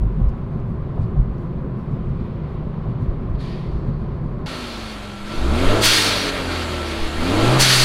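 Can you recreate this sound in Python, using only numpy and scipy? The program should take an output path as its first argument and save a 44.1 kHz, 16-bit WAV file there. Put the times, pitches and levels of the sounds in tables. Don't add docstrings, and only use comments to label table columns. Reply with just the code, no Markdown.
import sys
import numpy as np
from scipy import signal
from scipy.fft import rfft, irfft, next_fast_len
from scipy.io import wavfile
from scipy.ndimage import uniform_filter1d, map_coordinates

SR = 44100
rng = np.random.default_rng(int(sys.argv[2]) if len(sys.argv) > 2 else 0)


def dump(signal):
    limited = np.clip(np.atleast_2d(signal).T, -1, 1)
    pcm = np.round(limited * 32767).astype(np.int16)
    wavfile.write(sys.argv[1], SR, pcm)


def invert_db(x):
    u = np.asarray(x, float) / 20
    return 10 ** u


N = 345743
TIME_S = np.arange(N) / SR


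def unit(x):
    return x / np.sqrt(np.mean(x ** 2) + 1e-20)


def curves(rows):
    s, *columns = np.transpose(rows)
    return [np.interp(TIME_S, s, column) for column in columns]


def wobble(rate_hz):
    at = np.arange(0, N + 32, 32)
    knots = rng.standard_normal(int(N * rate_hz / SR) + 4)
    return np.interp(np.arange(N), at, map_coordinates(knots, [at * rate_hz / SR]))


def ramp(start_s, length_s):
    return np.clip((TIME_S - start_s) / length_s, 0, 1)


def swells(rows):
    t = np.arange(0, N + 64, 64) / SR
    bells = [db * np.exp(-((t - s) / half_s) ** 2) for s, half_s, db in rows]
    return np.interp(TIME_S, t, np.max(bells, axis=0) + np.min(bells, axis=0))


def filtered(x, response):
    m = next_fast_len(N + SR // 2)
    return irfft(rfft(x, m) * response(np.fft.rfftfreq(m, 1 / SR)), m)[:N]


def upper(x, edge_hz):
    return filtered(x, lambda f: 1 / (1 + (edge_hz / (f + 1)) ** 8))


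def colour(points):
    hz, db = np.transpose(points)
    return lambda f: invert_db(np.interp(np.log(f + 1), np.log(hz + 1), db))


def modes(table):
    def response(f):
        total = 0
        for k, (centre, width, db) in enumerate(table):
            resonance = 1j * f * width / (centre * centre - f * f + 1j * f * width)
            total = total + (-1) ** k * invert_db(db) * resonance
        return total
    return response


def humps(table):
    return lambda f: invert_db(sum(db / (1 + (2 * (f - centre) / width) ** 2) for centre, width, db in table))


def rush(response, patchy_db):
    z = signal.stft(rng.standard_normal(N + 512), nperseg=512)[2]
    field = uniform_filter1d(rng.standard_normal(z.shape), size=6, axis=0)
    field = uniform_filter1d(field, size=12, axis=1)
    patchy = signal.istft(z * invert_db(patchy_db * unit(field)), nperseg=512)[1][:N]
    return unit(filtered(patchy, response))


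def even(x, span_s):
    span = int(span_s * SR)
    power = uniform_filter1d(uniform_filter1d(x ** 2, span), span)
    return unit(x / (np.abs(power) + .05) ** 0.35)


# pitch_hz, level_db (per Hz)
BOOM_COLOUR = [(4.7, -40), (8.0, -13), (43, -3.5), (90, -11.5), (120, -38.5), (200, -120)]
# pitch_hz, width_hz, level_db
CABIN_MODES = [(104, 25.5, -7), (138.6, 27.64, 0), (165.6, 34.03, -3), (222, 30, -10.5)]
# pitch_hz, level_db (per Hz)
TREAD_COLOUR = [(150, -37.5), (260, 0), (291, -7), (345, -1.5), (380, -0.5), (455, -9), (539, -8.5),
                (627, -13), (899, -17.5), (1030, -12), (1300, -20), (2500, -38), (3250, -63.5),
                (5500, -120)]
# pitch_hz, level_db (per Hz)
GLASS_COLOUR = [(1200, -25.5), (2000, -2.5), (3000, -7), (4450, -12.5), (5300, -22.5), (6500, -32.5),
                (8000, -51)]
# peak_s, extra_boom_db, extra_drone_db
ROUGH_PATCHES = [(.03, 10, 3.5), (.2, 4.5, 7), (.26, 15, 0.5), (.55, 4.5, 4), (.7, -1, 5), (1.02, 6.5, 7),
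                 (1.2, 12.5, 7.5), (1.32, 6, 0), (1.43, -2, 3.5), (1.78, -2, 3.5), (1.93, -1, 7),
                 (2.1, 8, 6), (2.22, 3.5, 2.5), (2.91, 0, 4.5), (3.03, 0, 8), (3.09, 11.5, -2),
                 (3.18, 4.5, -1.5), (3.33, 10.5, -0.5), (3.44, 0, 2), (3.61, -7, 1), (3.73, 11, 1.5),
                 (3.89, 7, 7), (4.02, 6, 3), (4.14, 4.5, 0.5), (4.25, 2, 4)]
# peak_s, half_length_s, extra_db
SIDE_PUFFS = [
    (2.36, 0.36, 4.5),
    (3.05, 0.49, 3),
    (3.56, 0.14, 8.5),
]


def road():
    patch_s = .05
    boom_db = -30.5 + swells([(s, patch_s, db) for s, db, _ in ROUGH_PATCHES])
    drone_db = -27.55 + swells([(s, 0.64 * patch_s, db) for s, _, db in ROUGH_PATCHES])
    tread_db = -36.5 + 0.3 * TIME_S + 0.37 * wobble(6.5)
    draught_db = -61 + swells(SIDE_PUFFS) + .5 * wobble(9)
    boom = invert_db(boom_db) * even(rush(colour(BOOM_COLOUR), patchy_db=2.8), span_s=0.053)
    drone = invert_db(drone_db) * even(rush(modes(CABIN_MODES), patchy_db=-1.5), span_s=0.044)
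    tread = invert_db(tread_db) * rush(colour(TREAD_COLOUR), patchy_db=0.3)
    draught = invert_db(draught_db) * rush(colour(GLASS_COLOUR), patchy_db=0.5)
    return boom + drone + tread + draught


# start_s, peak_db, shell_db, cabin_air_db, slap_db
ROAD_JOINTS = [
    (0.04, -10.5, 1, -1, -27),
    (0.204, -8, 1.5, -5, -24.5),
    (0.983, -5.5, -11.5, -1, -25),
    (1.166, -10, 4, -5.5, -21),
    (1.904, -15.5, -3.5, -6.5, -27.5),
    (2.859, -12.5, -6, 0.5, -20.5),
    (3.284, -15.5, 1, -7, -24),
]


def bumps():
    shell_hz, shell_t60_s = 46, 0.35
    air_hz, air_t60_s = 110, 0.26
    out, t = np.zeros(N), np.arange(SR // 3) / SR
    slap_colour = [(250, -31.0), (500, -1), (650, 5.0), (900, -3.5), (1500, -36.0), (2500, -93)]
    slap = unit(filtered(rng.standard_normal(N), colour(slap_colour)))
    rise = 1 - np.exp(-t / 0.017)
    smack = np.sin(np.pi / 2 * np.minimum(t / 0.0035, 1)) ** 2 * invert_db(-60 * t / .14)
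    detunes = 1 + 0.054 * rng.standard_normal((len(ROAD_JOINTS), 2))
    for (s, db, shell_db, air_db, slap_db), (shell_tune, air_tune) in zip(ROAD_JOINTS, detunes):
        shell = invert_db(shell_db - 60 * t / shell_t60_s) * np.sin(2 * np.pi * shell_hz * shell_tune * t)
        air = invert_db(air_db - 60 * t / air_t60_s) * np.sin(2 * np.pi * air_hz * air_tune * t)
        at = round(s * SR)
        out[at:][:len(t)] += invert_db(db) * rise * (shell + air)
        out[at - SR // 110:][:len(t)] += invert_db(db + slap_db - 4.0) * smack * slap[at:][:len(t)]
    return out


# start_s, peak_db
TRIM_TICKS = [(0.0492, -56), (0.2302, -54.5), (0.2932, -44), (0.54, -61), (0.6008, -50.5), (0.9994, -58),
              (1.0271, -54), (1.1684, -58), (1.3829, -52.5), (3.2968, -53), (3.347, -58)]


def trim():
    out, t = np.zeros(N), np.arange(SR // 20) / SR
    shape = invert_db(-60 * t / .004) + invert_db(-12.5 - 60 * t / .07)
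    for s, db in TRIM_TICKS:
        out[round(s * SR):][:len(t)] += invert_db(db - 2.0) * shape * rng.standard_normal(len(t))
    return filtered(out, colour([(2500, -37), (4500, 5), (10000, -9.5), (15000, -9)]))


def rustle():
    start_s, half_length_s, level_db = 1.035, .022, -62.5
    swell = np.exp(-((TIME_S - start_s) / half_length_s) ** 2)
    cloth = colour([(2000, -18), (4500, 5), (6000, -12), (10000, -21), (14000, -37)])
    return invert_db(level_db) * swell * rush(cloth, patchy_db=2.0)


# pitch_hz, level_db (per Hz)
MUFFLED_COLOUR = [(1060, -31), (1800, 1.5), (2080, -2), (2490, -1), (2650, -2.5), (4510, -1), (5350, -12),
                  (7610, -24.5), (9760, -23), (14000, -39.5)]
# pitch_hz, width_hz, level_db
OUTLET_HUMPS = [(1480, 40, 4), (1600, 40, 3), (1850, 40, 4), (2180, 60, 4), (2395, 35, 4), (2745, 40, 4),
                (3215, 35, 4), (3340, 40, 5), (3540, 30, 4), (3790, 30, 5), (4140, 40, 3), (4365, 80, 4),
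                (4667, 30, 5), (5150, 50, 3), (5400, 25, 4), (5900, 40, 5), (6420, 50, 4), (7000, 50, 4),
                (7690, 80, 3), (8730, 40, 5), (9250, 120, 3)]


def sigh():
    crack_s, open_s, attack_s, hold_s, level_db = 3.347, 3.372, .04, 0.11, -45.5
    age = np.maximum(TIME_S - open_s - attack_s, 0)
    released = 1 - np.exp(-np.maximum(age - hold_s, 0) / 0.21)
    body_db = level_db - 3.5 - 22.5 * released
    trickle_db = level_db - 10.5 - 22 * age
    edge_db = level_db - 14.5 - 44 * age
    hiss = rush(lambda f: colour(MUFFLED_COLOUR)(f) * humps(OUTLET_HUMPS)(f), patchy_db=.7)
    edge = upper(hiss, 5800)
    body = unit(hiss - edge)
    crack = ramp(crack_s, .003) * invert_db(level_db - 6) * np.exp(-np.maximum(TIME_S - crack_s, 0) / .015)
    breath = (invert_db(body_db) + invert_db(trickle_db)) * body + invert_db(edge_db) * unit(edge)
    return crack * body + ramp(open_s, attack_s) ** 1.6 * breath


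# time_s, crank_hz, firing_note_db
ENGINE_REVS = [(4.46, 28.78, -42), (4.99, 22.8, -37), (5.25, 22.35, -54), (5.34, 24.97, -47),
               (5.41, 26.96, -22), (5.5, 34, -17.5), (5.6, 42.4, -24), (5.77, 54.1, -24),
               (5.94, 52.67, -33), (6.12, 48.8, -29.5), (6.26, 46.73, -41), (6.49, 43.3, -28.5),
               (7.09, 35.36, -31), (7.23, 41.5, -28.5), (7.33, 48.37, -25), (7.55, 65.93, -15.5),
               (7.65, 65.2, -22), (7.84, 63.16, -20.5)]
# down_s, up_s
PEDAL = [
    (5.26, 5.79),
    (7.17, 7.57),
]
# crank_multiple, level_db, extra_under_load_db, revs_db (per octave)
STRONG = [(3, -46.5, 0, 7.5), (4, -43.5, 9, 3), (6, -44, 8, 8.5), (9, -38, 2.5, 4)]
# crank_multiple, level_db (to the roar)
WEAK = [(5, -16.5), (7, -23.5), (8, -17.5), (10, -21), (12, -16), (13, -22), (14, -20)]
# pitch_hz, level_db
PIPE_COLOUR = [(100, -1), (150, -7.5), (195, 1.5), (260, 1), (330, 1), (400, -3.5), (490, -1), (600, -9)]
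# pitch_hz, level_db (per Hz)
ROAR_COLOUR = [(24, -33), (40, 0), (64, -17), (96, -16.5), (145, -14.5), (343, -11), (477, -15),
               (594, -16.5), (951, -18), (1340, -18), (1700, -29.5), (2210, -49.5), (3740, -120)]
# pitch_hz, width_hz, level_db
AIRBOX_HUMPS = [(328, 15, 1), (604, 52, 6.5)]


def engine():
    pedal_s, idle_hz = .06, 22.5
    spool_s = 0.54
    overrun_octaves = 1.14
    crank_hz, firing_db = curves(ENGINE_REVS)
    load = sum(ramp(down, pedal_s) - ramp(up, pedal_s) for down, up in PEDAL)
    boost = sum(ramp(down, spool_s) * (1 - ramp(up, 2 * pedal_s)) for down, up in PEDAL)
    octaves = np.log2(crank_hz / idle_hz)
    capped_octaves = np.minimum(octaves, overrun_octaves)
    effort = load * octaves + (1 - load) * capped_octaves
    roar_db = -37 + 8.5 * effort + 3 * load + 3.5 * boost

    turn = 2 * np.pi * np.cumsum(crank_hz * (1 + .002 * wobble(30))) / SR
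    tones = invert_db(firing_db) * np.sin(2 * turn + 2)
    for order, db, load_db, revs_db in STRONG:
        order_db = db + load_db * load + revs_db * capped_octaves + 1.9 * wobble(9)
        size = invert_db(order_db) * colour(PIPE_COLOUR)(order * crank_hz)
        scatter = .9 * load * wobble(25)
        tones = tones + size * np.sin(order * turn + scatter)
    for order, db in WEAK:
        tones = tones + invert_db(roar_db + db + 4.9 * wobble(6)) * np.sin(order * turn + 2 * wobble(3))

    throb = np.cos(2 * turn)
    intake = rush(lambda f: colour(ROAR_COLOUR)(f) * humps(AIRBOX_HUMPS)(f), patchy_db=-0.3)
    roar = invert_db(roar_db + 0.5) * unit((1 + 0.17 * throb) * intake)
    honk = load * invert_db(-34.5 + 0.4 * (roar_db + 29.5)) * rush(modes([(335, 14, 0)]), patchy_db=-1.0)
    strain_db = 10 * octaves + 1.5 * load
    return np.sqrt(2) * tones + roar + honk + gear(throb, roar_db, strain_db, load)


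# pitch_hz, level_db (per Hz)
GEAR_COLOUR = [(350, -30.5), (650, -8.5), (1100, -11.5), (1600, -9), (2240, -9), (3200, -10.5),
               (4400, -12.5), (4900, -16.5), (5400, -22), (7700, -24), (11000, -27.5), (12500, -35),
               (15500, -43.5)]


def gear(throb, roar_db, strain_db, load):
    whirr = rush(lambda f: colour(GEAR_COLOUR)(f) * humps(OUTLET_HUMPS)(f), patchy_db=1.16)
    whirr = unit((1 + 0.079 * throb) * whirr)
    bracket_hz = 1345 + 5 * wobble(14)
    ring = np.sqrt(2) * np.sin(2 * np.pi * np.cumsum(bracket_hz) / SR)
    ring_db = 0.5 * (roar_db + 29.0) - 41.5 + 1.2 * wobble(4.4) + 2.8 * wobble(15) + 2.7 * load
    return invert_db(-40.1 + strain_db + 0.73 * wobble(12)) * whirr + invert_db(ring_db) * ring


# open_s, shut_s
VALVE_TIMES = [
    (4.44, 4.94),
    (5.25, 5.4),
    (5.8, 6.295),
    (6.47, 6.63),
    (6.83, 7.08),
    (7.58, 7.9),
]
# attack_s, jet_db, boost_lasts_s
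VALVE_JETS = [(.02, -36, 0.71), (.02, -39, .5), (0.049, -14, 0.29), (0.051, -32, 1.1), (.04, -35, 1.1),
              (.03, -14, .5)]
# pitch_hz, level_db (per Hz)
JET_COLOUR = [(530, -36), (900, -8.5), (1160, -5.5), (1290, -3.5), (1480, -6), (1860, -5), (2960, -4),
              (3670, -2.5), (3990, -3.5), (4390, 0.5), (5510, -8.5), (6060, -7), (6750, -12.5),
              (9650, -12.5), (15500, -27)]


def vent():
    jet = rush(lambda f: colour(JET_COLOUR)(f) * humps(OUTLET_HUMPS)(f), patchy_db=1.1)
    edge = upper(jet, 5100)
    body, bright = jet - edge, unit(edge)
    flutter_db = .6 * wobble(22)
    out = np.zeros(N)
    for (open_s, shut_s), (attack_s, db, boost_s) in zip(VALVE_TIMES, VALVE_JETS):
        age = TIME_S - open_s - attack_s
        spent = 1 - np.exp(-(np.maximum(age, 0) / boost_s) ** 2.6)
        jet_db = db - 10.5 * spent
        spit_db = (db > -25) * 5 * np.exp(-(age / .025) ** 2)
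        edge_db = np.maximum(-11 + .7 * (jet_db + 14), -18.5) + spit_db + 2.5
        gap = (ramp(open_s, attack_s) * (1 - ramp(shut_s, .022))) ** 1.3
        out = out + gap * invert_db(jet_db + flutter_db) * (body + invert_db(edge_db) * bright)
    return out


# pitch_hz, level_db (per Hz)
GUST_COLOUR = [(5, -9), (12, 17), (25, 6.5), (45, -32.5), (80, -20), (120, -120)]
# peak_s, half_length_s, extra_db
WIND_GUSTS = [(4.46, .03, 15), (5.27, .06, 22), (5.41, 0.087, 31), (5.52, .06, 32), (5.69, 0.12, 35.5),
              (5.89, .1, 24), (6.41, .06, 14), (7.04, .06, 28), (7.19, 0.067, 29), (7.43, .13, 34),
              (7.61, .05, 27), (7.82, .11, 27)]


def wind():
    calm_db = -48.5
    lumps = even(rush(colour(GUST_COLOUR), patchy_db=-1.5), span_s=.07)
    return invert_db(calm_db + swells(WIND_GUSTS)) * lumps


def scene():
    outside = ramp(4.4597, .002)
    cabin = road() + bumps() + trim() + rustle() + sigh()
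    parked = engine() + vent() + wind()
    return ((1 - outside) * cabin + outside * parked)[None]


def top_cut(x):
    return signal.sosfilt(signal.butter(12, 15690, fs=SR, output="sos"), x)


# pitch_hz, level_db (per Hz)
HISS_COLOUR = [(3000, -18.5), (5500, -1.5), (9000, -2), (15600, -6)]


def record(dry):
    mix = dry + invert_db(-80.5) * rush(colour(HISS_COLOUR), patchy_db=0.5)
    mix = mix / (1 + np.abs(mix / .92) ** 4) ** (1 / 4)
    return top_cut(mix)


dry = scene()
out = record(dry)
dump(out)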